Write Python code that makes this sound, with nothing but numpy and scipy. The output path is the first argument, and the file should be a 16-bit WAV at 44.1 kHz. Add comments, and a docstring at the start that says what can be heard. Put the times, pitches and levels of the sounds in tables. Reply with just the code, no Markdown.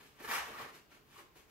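"""Garment ripped by hand

In a small, quiet room the cloth jerks taut. Threads burst in one fast, bright run, then give way
in a slower, duller one; the stretched weave squeaks and rumbles. Loose cloth slides and flaps
between the pulls. The walls answer over a faint hum."""
import sys
import numpy as np
from scipy import signal
from scipy.fft import rfft, irfft
from scipy.io import wavfile

SR = 44100
rng = np.random.default_rng(int(sys.argv[2]) if len(sys.argv) > 2 else 0)


def dump(signal):
    """Clip the signal to [-1, 1] and save it as 16-bit WAV at the path in sys.argv[1]."""
    limited = np.clip(np.atleast_2d(signal).T, -1, 1)
    pcm = np.round(limited * 32767).astype(np.int16)
    wavfile.write(sys.argv[1], SR, pcm)


N = 66150
T, HZ = np.arange(N) / SR, np.fft.rfftfreq(2 * N, 1 / SR)

# Wall reverberation: f/Hz, T60/s
WALL_DECAY = [(60, 1), (300, 0.57), (1200, 0.41), (3000, 0.41), (7000, 0.46), (15000, 0.083)]
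# Diffuse sound, left to right: f/Hz, coherence/1
COHERENCE = [(30, 0.64), (400, 0.62), (650, 0.71), (900, -0.11), (1700, 0.0065), (2600, .35), (3900, -0.11),
             (6000, 0.058), (16000, 0.55)]
# Room noise: f/Hz, gain/dB
AIR_SPECTRUM = [(20, -21), (30, -6), (42, -1.5), (75, -4.5), (135, -5), (200, -7), (330, -7), (430, -8.5),
                (560, -14), (1000, -12), (2500, -18.5), (5000, -26), (9000, -32), (13000, -22.5),
                (16000, -26)]
# Hum tones: f/Hz, level/dB
HUM_TONES = [(140, -79), (425.3, -77.5)]
# Rumble under the pull: t/s, level/dB
STRAIN_ENVELOPE = [(.18, -92), (.285, -67), (.345, -85), (.41, -66.5), (.57, -76.5), (.625, -60), (.7, -82)]
# Strained garment and its support: f/Hz, gain/dB
STRAIN_SPECTRUM = [(25, -18), (45, -30), (60, 3.5), (85, -17), (125, -5.5), (200, -33), (500, -72)]
# Rubbing strokes: peak t/s, rise/s, fade/s, level/dB, treble/dB
SLIDE_STROKES = [(.003, 0.061, 0.026, -56.5, -1), (.06, 0.043, 0.058, -64.5, 4.5),
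                 (.205, 0.042, 0.014, -58, -1), (.753, 0.026, 0.03, -56.5, 3.5),
                 (0.924, 0.025, 0.051, -59.5, 0.5), (1.152, 0.058, .03, -59, 2.5),
                 (1.19, 0.016, 0.019, -54, 2.5), (1.36, 0.0097, 0.056, -61, 4.5),
                 (1.5, 0.016, .03, -66.5, 5)]
# Cloth on cloth: f/Hz, gain/dB
SLIDE_SPECTRUM = [(40, -42), (150, -5.5), (320, -1.5), (600, -8.5), (1150, -1.5), (1700, -3), (2600, -3.5),
                  (3800, -10), (6000, -14), (8500, -16), (12500, -12.5), (15700, -24)]
# Jerks and flaps: t/s, level/dB, centre f/Hz (lower for a larger fold)
TUG_EVENTS = [(0.203, -45.5, 350), (0.239, -42, 400), (0.285, -39, 300), (0.309, -47, 355),
              (0.48, -42.5, 446), (0.502, -42, 181), (0.591, -40, 490), (0.614, -50, 410),
              (0.647, -52, 413), (1.201, -54, 383), (1.357, -53, 322)]
# Weave squeaks: t/s, length/s, f/Hz, level/dB
CREAK_EVENTS = [(0.534, 0.036, 1190, -49.5), (0.59, 0.022, 1140, -49), (1.159, 0.0099, 1130, -53.5),
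                (1.189, 0.015, 1080, -57)]
# Runs of snapping threads: t/s, level/dB, treble/dB
TEAR_ENVELOPE = [(.19, -73, 3), (.232, -54, 8), (.246, -42.5, -4.5), (0.275, -59, 9), (0.28, -43.5, -0.5),
                 (.314, -36, 0.5), (.355, -35, 0.5), (0.384, -38.5, -3), (.405, -48, -2), (.44, -48, -2),
                 (.49, -50, -2), (.53, -51, -3), (.57, -52.5, -2), (.582, -43.5, -5), (.61, -44.5, -4.5),
                 (.635, -47, -6), (.672, -64, 0.5), (0.688, -49, -5.5), (.725, -79, 11)]
# Strong threads breaking alone: t/s, level/dB
CRACK_EVENTS = [(.2045, -26), (0.2403, -45), (0.2772, -20), (0.2887, -17), (.3125, -13), (.3155, -17),
                (.330, -27), (0.3351, -20), (.381, -16), (0.405, -20), (.426, -28.5), (0.547, -27),
                (.592, -29), (.629, -24.5), (.649, -37), (1.189, -29), (1.201, -39)]
# Thread snap: f/Hz, gain/dB
THREAD_SPECTRUM = [(40, -30.5), (150, -25.5), (230, -20), (400, -16), (560, -10), (800, -5), (1080, -1),
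                   (1450, -3.5), (1850, -2), (2500, -8), (3300, -11.5), (4600, -15.5), (5600, -16.5),
                   (7200, -19.5), (9600, -17), (11500, -14), (13500, -13.5), (15700, -22.5)]
# Right channel response: f/Hz, gain/dB
RIGHT_RESPONSE = [(30, 0.5), (150, -0.5), (500, 1.5), (1200, -0.5), (2500, -0.5), (4000, 0.5), (7200, -1),
                  (8400, -7.5), (9500, -14), (11000, -6.5), (14000, -7), (15700, 4)]


def amp(db):
    """Decibels to gain."""
    return 10 ** (np.asarray(db) / 20)


def unit_rms(x):
    """Scale to rms 1."""
    return x / np.sqrt(np.mean(x ** 2) + 1e-20)


def at_hz(points, hz):
    """Interpolate a table over log frequency."""
    f, value = np.transpose(points)
    return np.interp(np.log(hz + 1), np.log(f + 1), value)


def envelope(t_s, db):
    """Gain curve, silent outside its points."""
    return amp(np.interp(T, t_s, db)) * (T > t_s[0]) * (T < t_s[-1])


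def filtered(x, response):
    """Apply a response sampled on HZ."""
    return irfft(rfft(x, 2 * N) * response)[:N]


def colour(x, spectrum):
    """Minimum-phase filter of unit energy."""
    log_gain = np.log(amp(at_hz(spectrum, abs(np.fft.fftfreq(8192, 1 / SR)))))
    taps = np.fft.ifft(np.exp(np.conj(signal.hilbert(log_gain)))).real[:4096]
    return signal.fftconvolve(x, taps / np.linalg.norm(taps))[:N]


def brighten(x, db, corner_hz=4080):
    """Treble shelf."""
    low = filtered(x, 1 / (1 + (HZ / corner_hz) ** 4))
    return low + amp(db) * (x - low)


def drift(hz):
    """Random wavering up to about hz."""
    return unit_rms(filtered(rng.standard_normal(2 * N), np.exp(-(HZ / hz) ** 2)))


def diffuse(a, b):
    """Two independent signals to partly coherent stereo."""
    coherence = np.clip(at_hz(COHERENCE, HZ), -1, 1)
    return np.array([a, filtered(a, coherence) + filtered(b, np.sqrt(1 - coherence ** 2))])


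def crackle(rate_per_s, spread_db, hiss, jerk_hz=91, jerk_db=1.5):
    """Uneven clicks over the hiss of fine fibres, coming in jerks."""
    sizes = amp(spread_db * np.minimum(rng.exponential(1, N), 3))
    clicks = sizes * rng.choice([-1, 1], N) * (rng.random(N) < rate_per_s / SR)
    jerks = unit_rms(filtered(rng.standard_normal(2 * N), HZ * np.exp(-HZ / jerk_hz)))
    grain = unit_rms(clicks) + hiss * rng.standard_normal(N)
    return unit_rms(grain * amp(jerk_db * jerks))


def air(noise_db=-67.5):
    """Steady room noise and faint hum."""
    hum = sum(amp(db) * np.sin(2 * np.pi * (hz * T + rng.random())) for hz, db in HUM_TONES)
    noise = [colour(white, AIR_SPECTRUM) for white in rng.standard_normal((2, N))]
    return amp(noise_db) * diffuse(*noise) + hum


def wall_echoes(rate_per_s=5000, first_s=0.0015, early_db=2.5, early_s=0.0083):
    """Wall response to one spot: strong early echoes, short diffuse tail."""
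    echoes = rng.standard_normal((2, N)) * (rng.random((2, N)) < rate_per_s / SR)
    hz, t_s, bands = signal.stft(echoes, SR, nperseg=256)
    decay = amp(-60 * t_s / at_hz(WALL_DECAY, hz)[:, None])
    tails = signal.istft(bands * decay, SR, nperseg=256)[1][:, :N]
    tails = tails * (T > first_s) * (1 + amp(early_db) * np.exp(-T / early_s))
    return diffuse(*tails / np.linalg.norm(tails, axis=1, keepdims=True))


def room(x, spots=8, wander_hz=44.4, wet_db=3, left_lag_s=0.00005):
    """Direct sound from slightly right; echoes shift as the sounding spot wanders over the cloth."""
    weights = np.array([drift(wander_hz) ** 2 for _ in range(spots)])
    weights /= np.linalg.norm(weights, axis=0)
    wet = sum(signal.fftconvolve((x * w)[None], wall_echoes(), axes=1)[:, :N] for w in weights)
    left = filtered(x, np.exp(-2j * np.pi * HZ * left_lag_s))
    return (np.array([left, x]) + amp(wet_db) * wet) / np.hypot(1, amp(wet_db))


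def strain():
    """Garment and support rumble while the pull lasts."""
    return colour(rng.standard_normal(N), STRAIN_SPECTRUM) * envelope(*np.transpose(STRAIN_ENVELOPE))


def slides(roundness=1.64):
    """The weave catches and slips as folds rub; each stroke swells and fades."""
    catches = crackle(rate_per_s=3000, spread_db=6.5, hiss=0.43)
    out = np.zeros(N)
    for peak_s, rise_s, fade_s, db, treble_db in SLIDE_STROKES:
        from_peak = np.maximum((peak_s - T) / rise_s, (T - peak_s) / fade_s)
        out += brighten(catches, treble_db) * amp(db) * np.exp(-from_peak ** roundness)
    return colour(out, SLIDE_SPECTRUM)


def tugs(rise_s=0.0011, fade_s=0.0066, below_db_per_oct=11, above_db_per_oct=7.5):
    """Soft, low puffs as the cloth jerks taut or flaps."""
    octaves = np.arange(-4, 7)
    hump_db = np.minimum(octaves * below_db_per_oct, -octaves * above_db_per_oct)
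    out = np.zeros(N)
    for start_s, db, centre_hz in TUG_EVENTS:
        age_s = np.maximum(T - start_s, 0)
        swell = amp(db) * (1 - np.exp(-age_s / rise_s)) * np.exp(-age_s / fade_s)
        spectrum = np.column_stack([centre_hz * 2. ** octaves, hump_db])
        out += colour(swell * rng.standard_normal(N), spectrum)
    return out


def creaks(waver_depth=0.0601, waver_hz=300):
    """Stretched threads stick and slip briefly at a rough pitch."""
    out = np.zeros(N)
    for start_s, length_s, hz, db in CREAK_EVENTS:
        progress = np.clip((T - start_s) / length_s, 0, 1)
        swell = np.sqrt(abs(np.sin(np.pi * progress)))
        pitch_hz = hz * (1 + waver_depth * drift(waver_hz))
        out += amp(db) * swell * unit_rms(np.sin(2 * np.pi * np.cumsum(pitch_hz) / SR))
    return out


def tear():
    """Threads snap in quick succession; strong ones crack singly."""
    t_s, db, treble_db = np.transpose(TEAR_ENVELOPE)
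    snaps = crackle(rate_per_s=2600, spread_db=3.5, hiss=0.54) * envelope(t_s, db)
    snaps = brighten(snaps, np.interp(T, t_s, treble_db))
    cracks = sum(amp(crack_db) * (np.arange(N) == round(at_s * SR)) for at_s, crack_db in CRACK_EVENTS)
    return colour(snaps + brighten(cracks, db=-2), THREAD_SPECTRUM)


def scene():
    """Cloth in the room, over rumble and air."""
    return room(tear() + creaks() + slides() + tugs()) + strain() + air()


def record(dry, cutoff_hz=15750):
    """Treble dip on the right, then a low-pass on both channels."""
    right = filtered(dry[1], amp(at_hz(RIGHT_RESPONSE, HZ)))
    lowpass = signal.firwin(511, cutoff_hz, window=("kaiser", 9), fs=SR)
    return signal.oaconvolve(np.array([dry[0], right]), lowpass[None], "same")


dry = scene()
out = record(dry)
dump(out)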